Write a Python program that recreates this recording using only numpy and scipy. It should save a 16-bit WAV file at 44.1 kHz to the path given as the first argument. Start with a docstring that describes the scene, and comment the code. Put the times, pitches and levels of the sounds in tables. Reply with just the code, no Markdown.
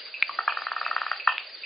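"""Small frog in a night forest

A frog calls close by: a few wooden clucks around a run of even pulses, each ringing its resonances
once and thrown back by the forest. Two sharp clicks, two soft low notes and a farther frog's pips
join in, and an insect pulses high up. Underneath lies a steady wash of water and distant chorus,
made of shaped noise."""
import sys
import numpy as np
from scipy import signal
from scipy.io import wavfile
from scipy.ndimage import uniform_filter1d

SR = 44100
rng = np.random.default_rng(int(sys.argv[2]) if len(sys.argv) > 2 else 0)


def wav_out(sig):
    """Save sig, one row per channel (or a flat mono array), as 16-bit PCM at SR to the path in sys.argv[1]."""
    wavfile.write(sys.argv[1], SR, np.round(np.clip(np.atleast_2d(sig).T, -1, 1) * 32767).astype(np.int16))


N = 72765


def amp(db):
    """Decibels to gain."""
    return 10 ** (np.asarray(db) / 20)


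def unit_rms(x):
    """Scales to rms 1."""
    return x / np.sqrt(np.mean(x ** 2) + 1e-20)


def curve_at(points, hz):
    """Reads a curve on a log-frequency axis."""
    freqs, values = np.transpose(points)
    return np.interp(np.log(hz + 1), np.log(freqs + 1), values)


def place(bus, start, sound, pan_db, echo_db):
    """Lays a sound on the left, right and echo-send tracks; positive pan is left."""
    span = bus[:, max(round(start * SR), 0):][:, :len(sound)]
    span += amp([[pan_db / 2], [-pan_db / 2], [echo_db]]) * sound[:span.shape[1]]


def ring(hz, swell_s, delay_s=0):
    """A resonance that swells to its peak and dies away."""
    t = np.maximum(np.arange(2048) / SR - delay_s, 0)
    return (t / swell_s * np.exp(1 - t / swell_s)) ** 2 * np.sin(2 * np.pi * hz * t)


# Stereo image of wash and echo (frequency [Hz], left-right coherence [0-1])
COHERENCE = [(50, .4), (150, .55), (300, .9), (1000, 0.87), (2500, 0.75), (4600, 0.55)]


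def widen(mid, side):
    """Two partly alike channels from two unrelated spectra (bins x frames)."""
    coherence = np.clip(curve_at(COHERENCE, np.linspace(0, SR / 2, len(mid))), -1, 1)[:, None]
    mid = np.sqrt((1 + coherence) / 2) * mid
    side = np.sqrt((1 - coherence) / 2) * side
    return np.array([mid + side, mid - side])


# Tone of the wash (frequency [Hz], relative level [dB])
WASH_EQ = [(25, -27), (70, -27), (150, -25), (280, -16), (580, -2), (850, -12), (1400, -5.5), (2100, -1),
           (2800, -3.5), (3400, -4), (4200, -2), (4650, 4.5), (4950, -3.5), (5150, -31), (5600, -26.5)]
# Level of its lows over time, fuller through the middle (time [s], level [dB])
LOW_LEVEL_CURVE = [(0, -2.5), (.33, 1.8), (.45, 2), (0.801, 3.5), (1.351, 0.2), (1.55, -1.3), (1.65, -2)]
# Level of its treble over time (time [s], level [dB])
TREBLE_LEVEL_CURVE = [(0, 0.5), (.12, -2), (.25, 1), (.9, 1), (1.4, 1), (1.65, 1)]
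WASH_DB, CROSSOVER_HZ = -43, 1500
PATCH_DB, SWELL_DB, WASH_LEFT_DB = 3, 1.66, 0.33


def water_and_chorus():
    """A bed of water and far chorus: noise with drifting patches and a slight swell."""
    hz, frames = np.fft.rfftfreq(1024, 1 / SR)[:, None], N // 256 + 5
    t = np.arange(frames) * 256 / SR
    mid_re, mid_im, side_re, side_im, patches = rng.standard_normal((frames, 513, 5)).T
    patches = uniform_filter1d(patches, size=7, axis=0)
    patches = unit_rms(uniform_filter1d(patches, size=6, axis=1))
    swell = unit_rms(uniform_filter1d(rng.standard_normal(frames), size=30))
    low_share = 1 / (1 + (hz / CROSSOVER_HZ) ** 2)
    ride_db = low_share * np.interp(t, *np.transpose(LOW_LEVEL_CURVE))
    ride_db += (1 - low_share) * np.interp(t, *np.transpose(TREBLE_LEVEL_CURVE))
    level_db = curve_at(WASH_EQ, hz) + ride_db + PATCH_DB * patches + SWELL_DB * swell
    spectrum = widen(mid_re + 1j * mid_im, side_re + 1j * side_im) * amp(level_db)
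    bed = signal.istft(spectrum, nperseg=1024, noverlap=768)[1][:, :N]
    return amp(WASH_DB) * unit_rms(bed) * amp([[WASH_LEFT_DB], [-WASH_LEFT_DB]])


# Early reflections off leaves and trunks (delay [s], level [dB])
REFLECTIONS = [(0.011, -30.5), (0.016, -13.5), (0.0225, -30), (.0305, -29.5), (0.0469, -22)]
# Tone of the diffuse tail (frequency [Hz], level [dB])
TAIL_EQ = [(300, -17), (700, -5), (1300, -12), (1900, -8), (2600, 5), (3300, 0.5), (5000, -1)]
# Decay of the tail (frequency [Hz], time to fall 60 dB [s])
TAIL_T60 = [(400, 0.67), (1300, 0.29), (2600, 0.35), (5000, 0.29)]
PREDELAY_S, BUILD_S = 0.0052, 0.007


def forest_echo(send):
    """The forest answers with a few near reflections and a tail that dies band by band."""
    hz, t, noise = signal.stft(rng.choice([-1., 1.], (2, SR // 2)), SR, nperseg=256)
    decay_rate = np.log(1000) / curve_at(TAIL_T60, hz)[:, None]
    decay = np.sqrt(2 * decay_rate / SR) * np.exp(-decay_rate * t)  # same energy at any length
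    spectrum = widen(*noise) * amp(curve_at(TAIL_EQ, hz)[:, None]) * decay
    response = signal.istft(spectrum, SR, nperseg=256)[1]
    response *= np.clip((np.arange(response.shape[1]) / SR - PREDELAY_S) / BUILD_S, 0, 1)
    for delay, db in REFLECTIONS:
        response[:, round(delay * SR)] += amp(db)
    return signal.fftconvolve(send[None], response, axes=1)[:, :N]


INSECT_START_S, INSECT_PERIOD_S, INSECT_WIDTH_S = .0565, .0746, 0.0038
INSECT_HZ, INSECT_SCATTER_HZ, INSECT_SAG_HZ_PER_S = 4585, 15, 12000


def insect():
    """Evenly spaced soft bursts of one high tone, each sagging in pitch, off to the right."""
    bus, t = np.zeros((3, N)), np.arange(-1024, 1024) / SR
    envelope = np.exp(-.5 * (t / INSECT_WIDTH_S) ** 2)
    for k, (detune, accent_db) in enumerate(rng.standard_normal((22, 2))):
        hz = INSECT_HZ + INSECT_SCATTER_HZ * detune
        burst = envelope * np.sin(2 * np.pi * (hz - INSECT_SAG_HZ_PER_S * t / 2) * t)
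        start = INSECT_START_S + k * INSECT_PERIOD_S + t[0]
        place(bus, start, amp(-38.8 + accent_db) * burst, pan_db=-6.5, echo_db=-6)
    return bus


# Pips of the farther frog (time [s], level [dB], pitch [Hz])
PIPS = [(0.1407, -25, 2580), (0.5004, -26, 2540), (0.8491, -26, 2582), (1.1983, -25.5, 2562),
        (1.635, -26, 2568)]
PIP_GAP_S, PIP_STEP_DB = .0043, -2


def far_frog():
    """Each pip is four quick, fading pulses."""
    bus = np.zeros((3, N))
    for start, db, hz in PIPS:
        gap = round(PIP_GAP_S * hz) / hz  # whole cycles keep the pulses in phase
        pip = sum(amp(PIP_STEP_DB * k) * ring(hz, swell_s=0.0014, delay_s=k * gap) for k in range(4))
        place(bus, start, amp(db) * pip, pan_db=-3.5, echo_db=-2.5)
    return bus


# Soft low notes (time [s], level [dB], pitch [Hz])
SOFT_NOTES = [(0.2919, -25, 1155), (0.3108, -37, 1133)]


def soft_notes():
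    """A rounded ring with a short tap on its attack."""
    bus = np.zeros((3, N))
    for start, db, hz in SOFT_NOTES:
        tap = amp(4) * ring(hz, swell_s=0.00034, delay_s=.0026)
        note = ring(hz, swell_s=0.0042) + tap
        place(bus, start, amp(db) * note, pan_db=0, echo_db=1.5)
    return bus


# Sharp clicks (time [s], level [dB], pitch [Hz], swell [s], snap [dB], thud [dB], rebound [dB],
# pan [dB], echo send [dB])
CLICKS = [(.2250, -4, 2385, 0.00086, -13.5, -15.5, -8.5, 1.5, -14),
          (1.3809, -14, 2589, 0.00057, -10.5, -14.5, -27, -1, -5.5)]
SNAP_HZ, THUD_HZ, STRIKE_SWELL_S = 3654, 1520, 0.00054


def clicks():
    """A short high ring with a bright snap, a small thud and one quick rebound."""
    bus = np.zeros((3, N))
    for start, db, hz, swell, snap_db, thud_db, rebound_db, pan_db, echo_db in CLICKS:
        snap = amp(snap_db) * ring(SNAP_HZ, STRIKE_SWELL_S)
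        thud = amp(thud_db) * ring(THUD_HZ, STRIKE_SWELL_S)
        rebound = amp(rebound_db) * ring(hz, swell, delay_s=0.0038)
        click = ring(hz, swell) - snap - thud + rebound
        place(bus, start, amp(db) * click, pan_db, echo_db)
    return bus


# The close frog's resonances, which each pulse retunes, tilts and stretches
# (frequency at BODY_HZ pitch [Hz], level [dB], swell [s], polarity [+/-1])
BODY_MODES = [(800, -13, .0014, 1), (980, -23, .004, 1), (1310, .8, .0019, -1), (1340, -2, .00055, 1),
              (1850, -10.6, .0033, -1), (2650, -20, .0023, 1)]
# Its clucks and pulses (time [s], level [dB], pitch [Hz], stretch [x], brightness [dB/octave],
# knock [dB], echo send [dB])
FROG_PULSES = [(0.3873, -13.5, 1330, 1.27, -5.5, -35.5, 1.5), (0.4773, -9.5, 1218, 1.03, 4.5, -6.5, 2.5),
               (0.5207, -21, 1282, 1.2, 4, -27, -8), (0.5704, -17.5, 1312, 1.06, -1, -15.5, 3.5),
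               (0.6184, -22.5, 1279, 0.95, -2, -45, 0), (0.6668, -17, 1314, 0.87, 3, -24, 2),
               (0.7165, -16.5, 1287, 0.72, 0, -23.5, 2.5), (0.7631, -17.5, 1309, 1.16, 1, -38, 2.5),
               (0.8126, -17, 1284, 1.03, -4, -21.5, 3), (0.8627, -16, 1314, 0.88, -2, -31, 1.5),
               (0.9112, -16, 1317, 1.26, -2, -21.5, 2.5), (0.9634, -12, 1343, 0.73, 3.5, -28, 2),
               (1.0157, -15.5, 1314, 0.79, -1, -32, 2.5), (1.0639, -19.5, 1269, 0.98, 7, -23.5, 1.5),
               (1.1142, -12.5, 1359, 0.77, 1.5, -12.5, 2), (1.2734, -7, 1304, 1.12, 7, -5, 2)]
BODY_HZ, KNOCK_HZ, OVERTONE_HZ = 1330, 998.4, 3023
FROG_PAN_DB, FROG_LEAD_S = .6, .000045  # slightly left: louder and earlier on that side


def close_frog():
    """Each pulse rings the frog's resonances once; a low knock stands out in the loud clucks."""
    bus = np.zeros((3, N))
    for start, db, pitch, stretch, tilt_db, knock_db, echo_db in FROG_PULSES:
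        body = 0
        for hz, mode_db, swell, polarity in BODY_MODES:
            gain = polarity * amp(mode_db + tilt_db * np.log2(hz / BODY_HZ))
            body += gain * ring(hz * pitch / BODY_HZ, swell * stretch)
        knock = amp(knock_db) * ring(KNOCK_HZ, swell_s=.002 * stretch)
        place(bus, start, amp(db) * (body - knock), FROG_PAN_DB, echo_db)
        # A high overtone colours only the echo.
        overtone = amp(db - 18.5 + tilt_db + echo_db) * ring(OVERTONE_HZ, swell_s=0.00098)
        bus[2, round(start * SR):][:len(overtone)] += overtone
    bus[1] = np.roll(bus[1], round(FROG_LEAD_S * SR))
    return bus


LOW_CUT_HZ, HIGH_CUT_HZ = 657, 5600


def scene():
    """The callers and their echo over the wash; small bodies radiate little bass."""
    low_cut = signal.butter(6, LOW_CUT_HZ, "highpass", fs=SR, output="sos")
    calls = signal.sosfilt(low_cut, insect() + far_frog() + soft_notes() + clicks() + close_frog())
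    direct, send = calls[:2], calls[2]
    return direct + forest_echo(send) + water_and_chorus()


def record(dry):
    """A steep high cut on the whole mix."""
    high_cut = signal.firwin(401, HIGH_CUT_HZ, window=("kaiser", 9), fs=SR)
    return signal.oaconvolve(dry, high_cut[None], "same")


dry = scene()
out = record(dry)
wav_out(out)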